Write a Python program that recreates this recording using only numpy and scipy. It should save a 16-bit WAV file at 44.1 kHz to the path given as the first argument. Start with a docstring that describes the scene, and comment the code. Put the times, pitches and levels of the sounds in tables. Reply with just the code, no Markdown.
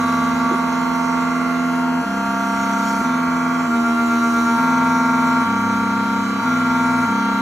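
"""Inside the plastic housing of a small milling machine a brass key is cut, heard by two hand-held microphones.
The spindle sings in multiples of its turning rate. The stepper motors that feed the clamp hum at a pitch set by
each move, and their shake mixes with the cutter into sum and difference tones. Chips hiss, swelling once and
more weakly twice a turn, over a rush of noise in the housing. A fan hums low and the carriage knocks."""
import sys
import numpy as np
from scipy import signal
from scipy.fft import rfft, irfft, next_fast_len
from scipy.io import wavfile
from scipy.ndimage import uniform_filter1d, map_coordinates

SR = 44100
rng = np.random.default_rng(int(sys.argv[2]) if len(sys.argv) > 2 else 0)


def materialize(psi):
    """Save the field psi as 16-bit PCM at rate SR to the path in sys.argv[1].

    A 1-D psi becomes a single channel; in a 2-D psi each row is a channel.
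    """
    bounded = np.clip(np.atleast_2d(psi).T, -1, 1)
    quanta = np.round(bounded * 32767).astype(np.int16)
    wavfile.write(sys.argv[1], SR, quanta)


N = 326781

# feed moves: [start t/s, kind: 0 fast, 1 slow, 2 middle]
MOVES = [(0.05, 0), (0.52, 0), (1.049, 0), (1.55, 0), (2.04, 1), (2.55, 1), (3.03, 0), (3.67, 2),
         (4.579, 0), (5.45, 1), (6.0, 1), (6.432, 0), (7.07, 1)]
# step cycle rate of fast, slow and middle moves: [f/Hz]
STEP_HZ = [83.97, 66.73, 79.45]
# load of each move, in the order of MOVES: [hum level/dB, low mixed tones level/dB, high mixed tones level/dB]
MOVE_LOAD = [(-1, -0.5, -0.5), (-2, -0.5, -2), (-1, -0.5, -.5), (0, -2.5, -3.5), (-0.5, 0.5, -1),
             (0, 1.5, 3.5), (-0.5, -1.5, 0.5), (-0.5, 2, -1.5), (.5, 0, 1.5), (0, 1, 1), (0, 0.5, 0),
             (0, -2, 1.5), (.5, 2, 0.5)]
# chips build up along a move and drop as it turns: [t/s, chip level/dB, lowest range over it level/dB]
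CHIP_LEVELS = [(0, 2.5, 1.5), (.5, -0.5, 2.5), (1.55, -1, 1), (1.96, -4.5, 2), (2.17, -1, -0.5),
               (2.9, 5.5, -2), (3.0, 4.5, -2), (3.14, -1.5, 1.5), (3.55, -2, 1), (4.46, 4.5, -1),
               (4.75, 1.5, 1), (5.41, 2, 0.5), (5.45, -1, 2), (6.38, -3.5, 5.5), (6.44, 0.5, 2.5),
               (7.04, 1.5, 0), (7.09, -1, 3), (7.41, -1, 4)]


def amp(db):
    """Gain of a level in dB."""
    return 10 ** (np.asarray(db) / 20)


def unit(x):
    """Scaled to rms 1."""
    return x / np.sqrt(np.mean(x ** 2) + 1e-20)


def along(points, hz):
    """Value at hz, read from (Hz, value) points on a log frequency axis."""
    f, v = np.transpose(points)
    return np.interp(np.log(np.abs(hz) + 1), np.log(f + 1), v)


def curves(rows):
    """One value per sample for each column after the time."""
    times, *columns = np.transpose(rows)
    return [np.interp(np.arange(N) / SR, times, column) for column in columns]


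def wobble(rate):
    """A random curve of straight segments, rate knots a second."""
    knots = rng.standard_normal(int(N * rate / SR) + 4)
    return map_coordinates(knots, [np.arange(N) * rate / SR], order=1)


def filtered(x, response):
    """x shaped by a response of frequency."""
    size = next_fast_len(N + 8192)
    spectrum = rfft(x, size) * response(np.fft.rfftfreq(size, 1 / SR))
    return irfft(spectrum, size)[..., :N]


def left_right(mid, side):
    """Two channels from their mean and half difference."""
    return np.array([mid + side, mid - side])


def panned(pair, pan_db):
    """Shifted towards the left by pan_db, with the two gains averaging 1."""
    gain = amp(np.array([pan_db / 2, -pan_db / 2]))
    return pair * gain / gain.mean(0)


def turning(hz):
    """Angle of a shaft that turns at hz."""
    return 2 * np.pi * np.cumsum(hz) / SR


def lag(angle):
    """The housing sets higher tones back more in phase; tones that lie close keep step and beat together."""
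    mean_khz = angle[-1] / (2 * np.pi * N / SR) / 1000
    return angle - 13 * mean_khz ** 2


def gait(move):
    """0, 1 or 2 for a fast, slow or middle move."""
    return np.transpose(MOVES)[1].astype(int)[move]


def feed():
    """Step cycle angle, the move at each sample, and a gain that sags while the motor changes speed."""
    starts = np.transpose(MOVES)[0]
    move = np.clip(np.searchsorted(starts, np.arange(N) / SR) - 1, 0, None)
    # the motor takes 33 ms to reach a new speed
    speed = uniform_filter1d(np.array(STEP_HZ)[gait(move)], int(0.033 * SR))
    change = np.abs(np.gradient(speed)) * SR  # Hz per second
    sag = amp(-.02 * uniform_filter1d(change, size=400))
    start_angle = 0.081  # radians
    return turning(speed) + start_angle, move, sag


def spindle(shaft, shake):
    """Each multiple reaches the two microphones by its own path; the feed shakes the weak ones."""
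    # the loudest multiples drift as the clamp travels and step when a move turns:
    # [t/s, multiples 1, 3, 4, 5, 6 level/dB]
    loudest = [(0, -32, -34, -34, -24, -31), (.5, -28, -33.5, -29.5, -23, -30),
               (.7, -34, -34.5, -29.5, -31.5, -32.5), (1.2, -40, -34, -27.5, -27.5, -28.5),
               (1.65, -45, -32.5, -27.5, -35, -30), (2.0, -35, -32.5, -30, -43, -31),
               (2.3, -36, -30.5, -29.5, -29.5, -28), (2.95, -30, -32, -26.5, -32.5, -26),
               (3.1, -31, -36, -30, -30, -27.5), (3.62, -45, -34.5, -34, -30, -30.5),
               (3.8, -32, -31, -35, -31.5, -26), (4.4, -48, -34.5, -34.5, -27, -23),
               (4.55, -29.5, -35, -23.5, -30, -23), (5.38, -27.5, -34.5, -24, -27.5, -24),
               (5.5, -26, -43, -27, -27, -27), (6.1, -26.5, -42.5, -27.5, -31, -25.5),
               (6.38, -29.5, -42, -26, -28.5, -33), (6.48, -30, -39, -23, -31, -23),
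               (7.03, -29.5, -33.5, -27.5, -30.5, -23.5), (7.12, -26, -46, -26, -30, -25),
               (7.41, -28, -41, -27, -31.5, -25)]
    # slower changes: [t/s, multiples 2, 7, 9, 10, 12, 17 level/dB]
    slower = [(0, -41.5, -35.5, -41.5, -62, -51, -44.5), (1.0, -43, -42, -41.5, -51, -55, -57),
              (1.5, -40.5, -43, -39, -59, -49, -54), (2.05, -44, -38, -52, -71, -51, -67),
              (2.6, -49.5, -37.5, -42, -47, -53, -54), (3.45, -43, -39, -52, -43, -67, -62),
              (4.0, -46, -43, -41, -44.5, -49, -49.5), (4.6, -41, -35, -45, -41.5, -59, -49),
              (5.3, -41.5, -36.5, -44, -40.5, -68.5, -50.5), (6.2, -41, -41.5, -45.5, -44.5, -61, -48),
              (7.0, -41.5, -36.5, -45, -39.5, -61, -50), (7.41, -41.5, -38, -42, -47, -50, -47)]
    # multiples of the turning rate, in the order of those columns: [multiple]
    strong = [1, 3, 4, 5, 6, 2, 7, 9, 10, 12, 17]
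    # how wide each strong multiple sounds: [side minus mid level/dB]
    strong_side_db = [-19, -13.5, -16.5, -14, -23.5, -23, -33.5, -3, -4.5, -10, -2.5]
    # place of two strong multiples: [t/s, left minus right of multiple 4 level/dB, of multiple 5 level/dB]
    places = [(0, -13, -1), (.25, -10, -1), (1.25, -14, 0), (1.55, 4, -6), (2.0, 6, -5), (2.3, -2, -6),
              (2.75, 1, -11), (3.6, -6, -11), (4.2, 12, -6), (4.5, 2.5, -8), (5.4, 3, -3.5),
              (7.41, 4.5, -5)]
    # brief dips of one multiple: [centre t/s, multiple, half length t/s, depth level/dB]
    fades = [(0.365, 5, 0.04, 11), (1.5, 4, 0.17, 35), (1.982, 6, 0.039, 3), (2.09, 4, 0.061, 9),
             (2.38, 1, .03, 18), (6.28, 3, 0.089, 2), (6.317, 4, 0.058, 32), (6.406, 1, 0.018, 4),
             (6.574, 4, 0.089, 17)]
    # weak multiples, which come and go: [multiple, mid level/dB, side level/dB]
    weak = [(8, -52, -74), (11, -53, -55), (13, -57, -50), (14, -56.5, -48), (18, -56.5, -52.5),
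            (19, -59.5, -63), (20, -72, -60), (21, -64.5, -62), (22, -74, -56), (24, -66.5, -62),
            (25, -55.5, -67), (27, -58, -71), (28, -56, -73), (29, -72, -73.5), (31, -71.5, -66),
            (32, -58.5, -58.5), (36, -73, -58.5), (47, -70, -64.5)]
    weak_growth = 0.2  # dB gained in the mid per dB of chip level

    t = np.arange(N) / SR
    chips_db = curves(CHIP_LEVELS)[0]
    levels = curves(loudest) + curves(slower)
    pans = dict(zip([4, 5], curves(places)))
    out = np.zeros((2, N))
    for k, db, side_db in zip(strong, levels, strong_side_db):
        angle = lag(k * shaft) + 0.02 * wobble(40)
        pair = left_right(np.sin(angle), -amp(side_db) * np.cos(angle))
        dips_db = sum(depth_db * np.exp(-((t - centre) / half) ** 2)
                      for centre, which, half, depth_db in fades if round(which) == k)
        flutter_db = .5 * wobble(12)
        out += amp(db - dips_db + flutter_db) * panned(pair, pans.get(k, 0 * db))
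    for k, mid_db, side_db in weak:
        angle = lag(round(k) * shaft) + 0.058 * wobble(30)
        flutter_db = 2.2 * wobble(2.614) + 2.7 * wobble(8)
        mid = amp(mid_db + weak_growth * chips_db + flutter_db) * np.sin(angle)
        side = amp(side_db + 1.8 * wobble(2.6)) * np.cos(angle)
        out += left_right(mid, side) * (1 + 0.29 * shake)
    return np.sqrt(2) * out  # table levels are rms


def stepper(steps, move, sag):
    """The motor hums in multiples of its step cycle, at the strengths of each kind of move."""
    # hum, one row each for fast, slow and middle moves: [step multiples 2 to 7 level/dB]
    hum_db = [(-33.5, -20.5, -38.5, -52, -59, -58), (-47.5, -26, -27.5, -40.5, -48, -51),
              (-44.5, -18.5, -33.5, -39.5, -47, -63)]
    kind = gait(move)
    load_db = np.transpose(MOVE_LOAD)[0][move]
    hum = np.zeros(N)
    for k, db in enumerate(np.transpose(hum_db), start=2):
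        level = uniform_filter1d(amp(db)[kind], size=900)
        hum += level * np.sin(lag(k * steps) - 2.1)
    # the driver's small steps whine far above the hum
    hum += amp(-58.0 + 1.5 * wobble(9.5)) * np.sin(48 * steps)
    load_gain = amp(uniform_filter1d(load_db, size=4000) + 0.16 * wobble(8.8))
    return np.sqrt(2) * load_gain * sag * hum


def mixing(shaft, steps, move):
    """The clamp shakes against the flutes: tones at sums and differences of both rates, coloured by the housing."""
    # mixed tones: [spindle multiple, step multiple added to it]
    pairs = [(k, m) for k, ms in [(1, [1, 2, 3, 4, 5]), (2, [-3, 1, 2, 3, 4]),
             (3, [-3, -2, -1, 2, 3, 4, 5, 6]), (4, [-4, -3, -1, 1, 2, 3, 4, 5, 6]),
             (5, [-3, -2, 1, 2, 3, 4]), (6, [-3, -2, -1, 1, 3]), (7, [-5, -4, -3, -2]), (8, [-5, 2, 3]),
             (9, [-4, 2, 3]), (10, [-5, 2, 3]), (11, [-3])] for m in ms]
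    # shake of the clamp, one row each for fast, slow and middle moves: [step multiples 1 to 6 level/dB]
    clamp_db = [(0.61, 6, 3.37, -4, 5.5, -2), (-0.46, -1, 1.27, 3, -8.5, -6), (-2.2, 0.5, 2.8, -8, -14, 4)]
    # how loudly the housing passes a mixed tone: [f/Hz, level/dB]
    housing = [(200, -36.5), (310, -65), (480, -47.5), (560, -56.5), (600, -55), (670, -50.5), (705, -59),
               (730, -53), (790, -50.5), (856, -47), (928, -52), (945, -47.5), (1025, -55), (1088, -38.5),
               (1125, -51.5), (1156, -57), (1175, -44.5), (1215, -48.5), (1255, -40.5), (1330, -53.5),
               (1372, -54.5), (1390, -36), (1410, -42), (1455, -44), (1520, -52), (1800, -51.5),
               (2020, -49.5), (2300, -54.5), (2600, -59.5)]

    kinds = gait(np.arange(len(MOVES)))
    step_hz = np.array(STEP_HZ)[kinds]
    low_db, high_db = np.transpose(MOVE_LOAD)[1:]
    turn_hz = shaft[-1] / (2 * np.pi * N / SR)
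    shake_db = np.array(clamp_db)[kinds]
    out = np.zeros(N)
    for k, m in pairs:
        hz = k * turn_hz + m * step_hz  # one pitch per move
        difference_db = -5 * (m < 0)  # difference tones lie under sum tones
        load_db = np.where(hz < 1250, low_db, high_db)
        db = along(housing, hz) + shake_db[:, abs(m) - 1] + difference_db + load_db
        # only the tones of the strongest step multiple stay near step with their neighbours
        if abs(m) == 3:
            drift = rng.normal(0, .4) + .12 * wobble(14)
        else:
            drift = rng.normal(0, 3) + .3 * wobble(14)
        level = uniform_filter1d(amp(db)[move], size=900) * amp(.8 * wobble(4))
        out += level * np.sin(lag(k * shaft + m * steps) + drift)
    return np.sqrt(2) * out


def patchy(patch_db):
    """Two noises with patches of random gain over time and frequency, spread by patch_db rms."""
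    z = signal.stft(rng.standard_normal((2, N)), nperseg=512)[2]
    across_pitch = uniform_filter1d(rng.standard_normal(z.shape), size=3, axis=1)
    field = uniform_filter1d(across_pitch, size=14, axis=2)
    return signal.istft(z * amp(patch_db * unit(field)), nperseg=512)[1][:, :N]


def noise(shaft, shake):
    """A rush in the housing, and chips torn off in bursts once and twice a turn."""
    # colour of the rush before its overall gain, mid and side: [f/Hz, relative level/dB]
    rush_mid, rush_side = [(25, -53), (60, -24.5), (110, -31), (220, -18.5), (450, -34), (560, -30.5),
                           (780, -27), (900, -18), (1000, -27), (1200, -27), (1400, -19.5), (1550, -26),
                           (2200, -34.5), (2800, -42.5), (3500, -92)], [(60, -58), (150, -54), (250, -28), (450, -29.5), (800, -31),
                                              (1200, -31), (1500, -45), (1950, -54), (2200, -49),
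                                              (3000, -44), (3500, -71)]
    # colour of the chips before their overall gain, mid and side: [f/Hz, relative level/dB]
    chips_mid, chips_side = [(2000, -15), (2600, -1), (2850, -4.5), (3200, -1), (4100, -0.5), (4900, -9),
                             (5800, 3.5), (6800, 0.5), (8000, -8), (8700, -70), (9700, -27), (10500, -8),
                             (12000, -11.5), (13500, -15.5), (15000, -16.5)], [(2000, -25), (2800, -9), (5000, -2.5), (5600, -16),
                                                (6300, -18), (7000, -8), (8500, -1), (11000, -10.5),
                                                (12000, -24.5), (13800, -25.5), (15000, -8)]

    chips_db, lower_db = curves(CHIP_LEVELS)
    rush = filtered(patchy(patch_db=1), lambda hz: amp([along(rush_mid, hz), along(rush_side, hz)]))
    bursts = 1 + .22 * np.sin(shaft) + .1 * np.sin(2 * shaft + 1) + .04 * shake
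    torn = patchy(patch_db=3.0) * bursts * amp(chips_db + 0.2 * wobble(13))
    chips = filtered(torn, lambda hz: amp([along(chips_mid, hz), along(chips_side, hz)]))
    lower = filtered(chips, lambda hz: hz < 5200)
    upper = filtered(chips, lambda hz: hz > 9000)
    middle = chips - lower - upper
    # the highest range swings less than the chip level: 0.65 dB per dB
    upper_db = 2.5 - 0.35 * chips_db
    chips = amp(lower_db) * lower + middle + amp(upper_db) * upper
    return amp(2.0) * left_right(*rush) + amp(-38.5) * left_right(*chips)


def fan():
    """An unsteady low hum: one tone whose pitch and level wander."""
    # course of the hum, before its wander: [t/s, f/Hz, level/dB]
    course = [(0, 96.3, -40), (.45, 96.5, -48), (.6, 104, -62), (4, 105, -48), (4.3, 106, -45),
              (5.2, 105.5, -44.5), (5.5, 105.7, -38.5), (6.1, 105.7, -44), (6.9, 105.8, -38.5),
              (7.1, 106.4, -40), (7.25, 103.4, -57), (7.41, 104, -65)]
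    hz, db = curves(course)
    return np.sqrt(2) * amp(db + 2.0 * wobble(9.0)) * np.sin(turning(hz + 1.46 * wobble(8)))


def knocks():
    """Knocks of the carriage: short dull rings of two tones with a soft start."""
    # one row a knock: [t/s, lower tone level before the soft start/dB, ring f/Hz, 60 dB decay t/s]
    hits = [(0.513, -11.5, 338, 0.069), (0.533, -17.5, 372, 0.089), (1.053, -29.5, 150, 0.074),
            (1.551, -34, 298, 0.057), (2.031, -25, 334, 0.073), (3.012, -11.5, 252, 0.07)]
    out = np.zeros(N + SR)
    t = np.arange(SR // 4) / SR
    for start, db, hz, t60 in hits:
        ring = np.sin(2 * np.pi * hz * t) + 0.38 * np.sin(2 * np.pi * 1.3 * hz * t)
        soft_start = 1 - np.exp(-t / 0.0018)
        out[round(start * SR):][:len(t)] += amp(db - 60 * t / t60) * soft_start * ring
    return out[:N]


def spread(x):
    """The housing sends a mono sound unevenly to the two microphones: a side turned by a quarter cycle."""
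    # width of the sound: [f/Hz, side minus mid level/dB]
    width = [(60, -25), (150, -27), (380, -13), (950, -4.5), (2380, -33.5), (5960, 0), (15000, 13)]
    # place of the sound: [t/s, left minus right level/dB]
    place = [(0.0, -1), (1.53, -3), (2.19, -0.5), (6.95, 0.5), (7.41, -1)]
    side = filtered(x, lambda hz: 1j * amp(along(width, hz)))
    return panned(left_right(x, side), curves(place)[0])


def scene():
    """Spindle, feed, their mixture, noise, fan and knocks."""
    # spindle speed, higher when the cut is light: [t/s, turning rate f/Hz]
    speed = [(0, 230.0), (.8, 230.02), (1.1, 229.75), (2.0, 231.2), (3.0, 229.52), (3.6, 230.56),
             (4.0, 230.56), (4.2, 230.1), (5.4, 230.05), (6.4, 230.7), (7.41, 230.15)]
    shaft = turning(curves(speed)[0] + .06 * wobble(25))
    steps, move, sag = feed()
    shake = np.sin(3 * steps) + .5 * np.sin(2 * steps)
    body = stepper(steps, move, sag) + mixing(shaft, steps, move) + fan() + knocks()
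    return spindle(shaft, shake) + spread(body) + noise(shaft, shake)


def record(dry):
    """The microphones' signal keeps nothing above its band limit."""
    top_hz = 15570
    return filtered(dry, lambda hz: hz < top_hz)


dry = scene()
out = record(dry)
materialize(out)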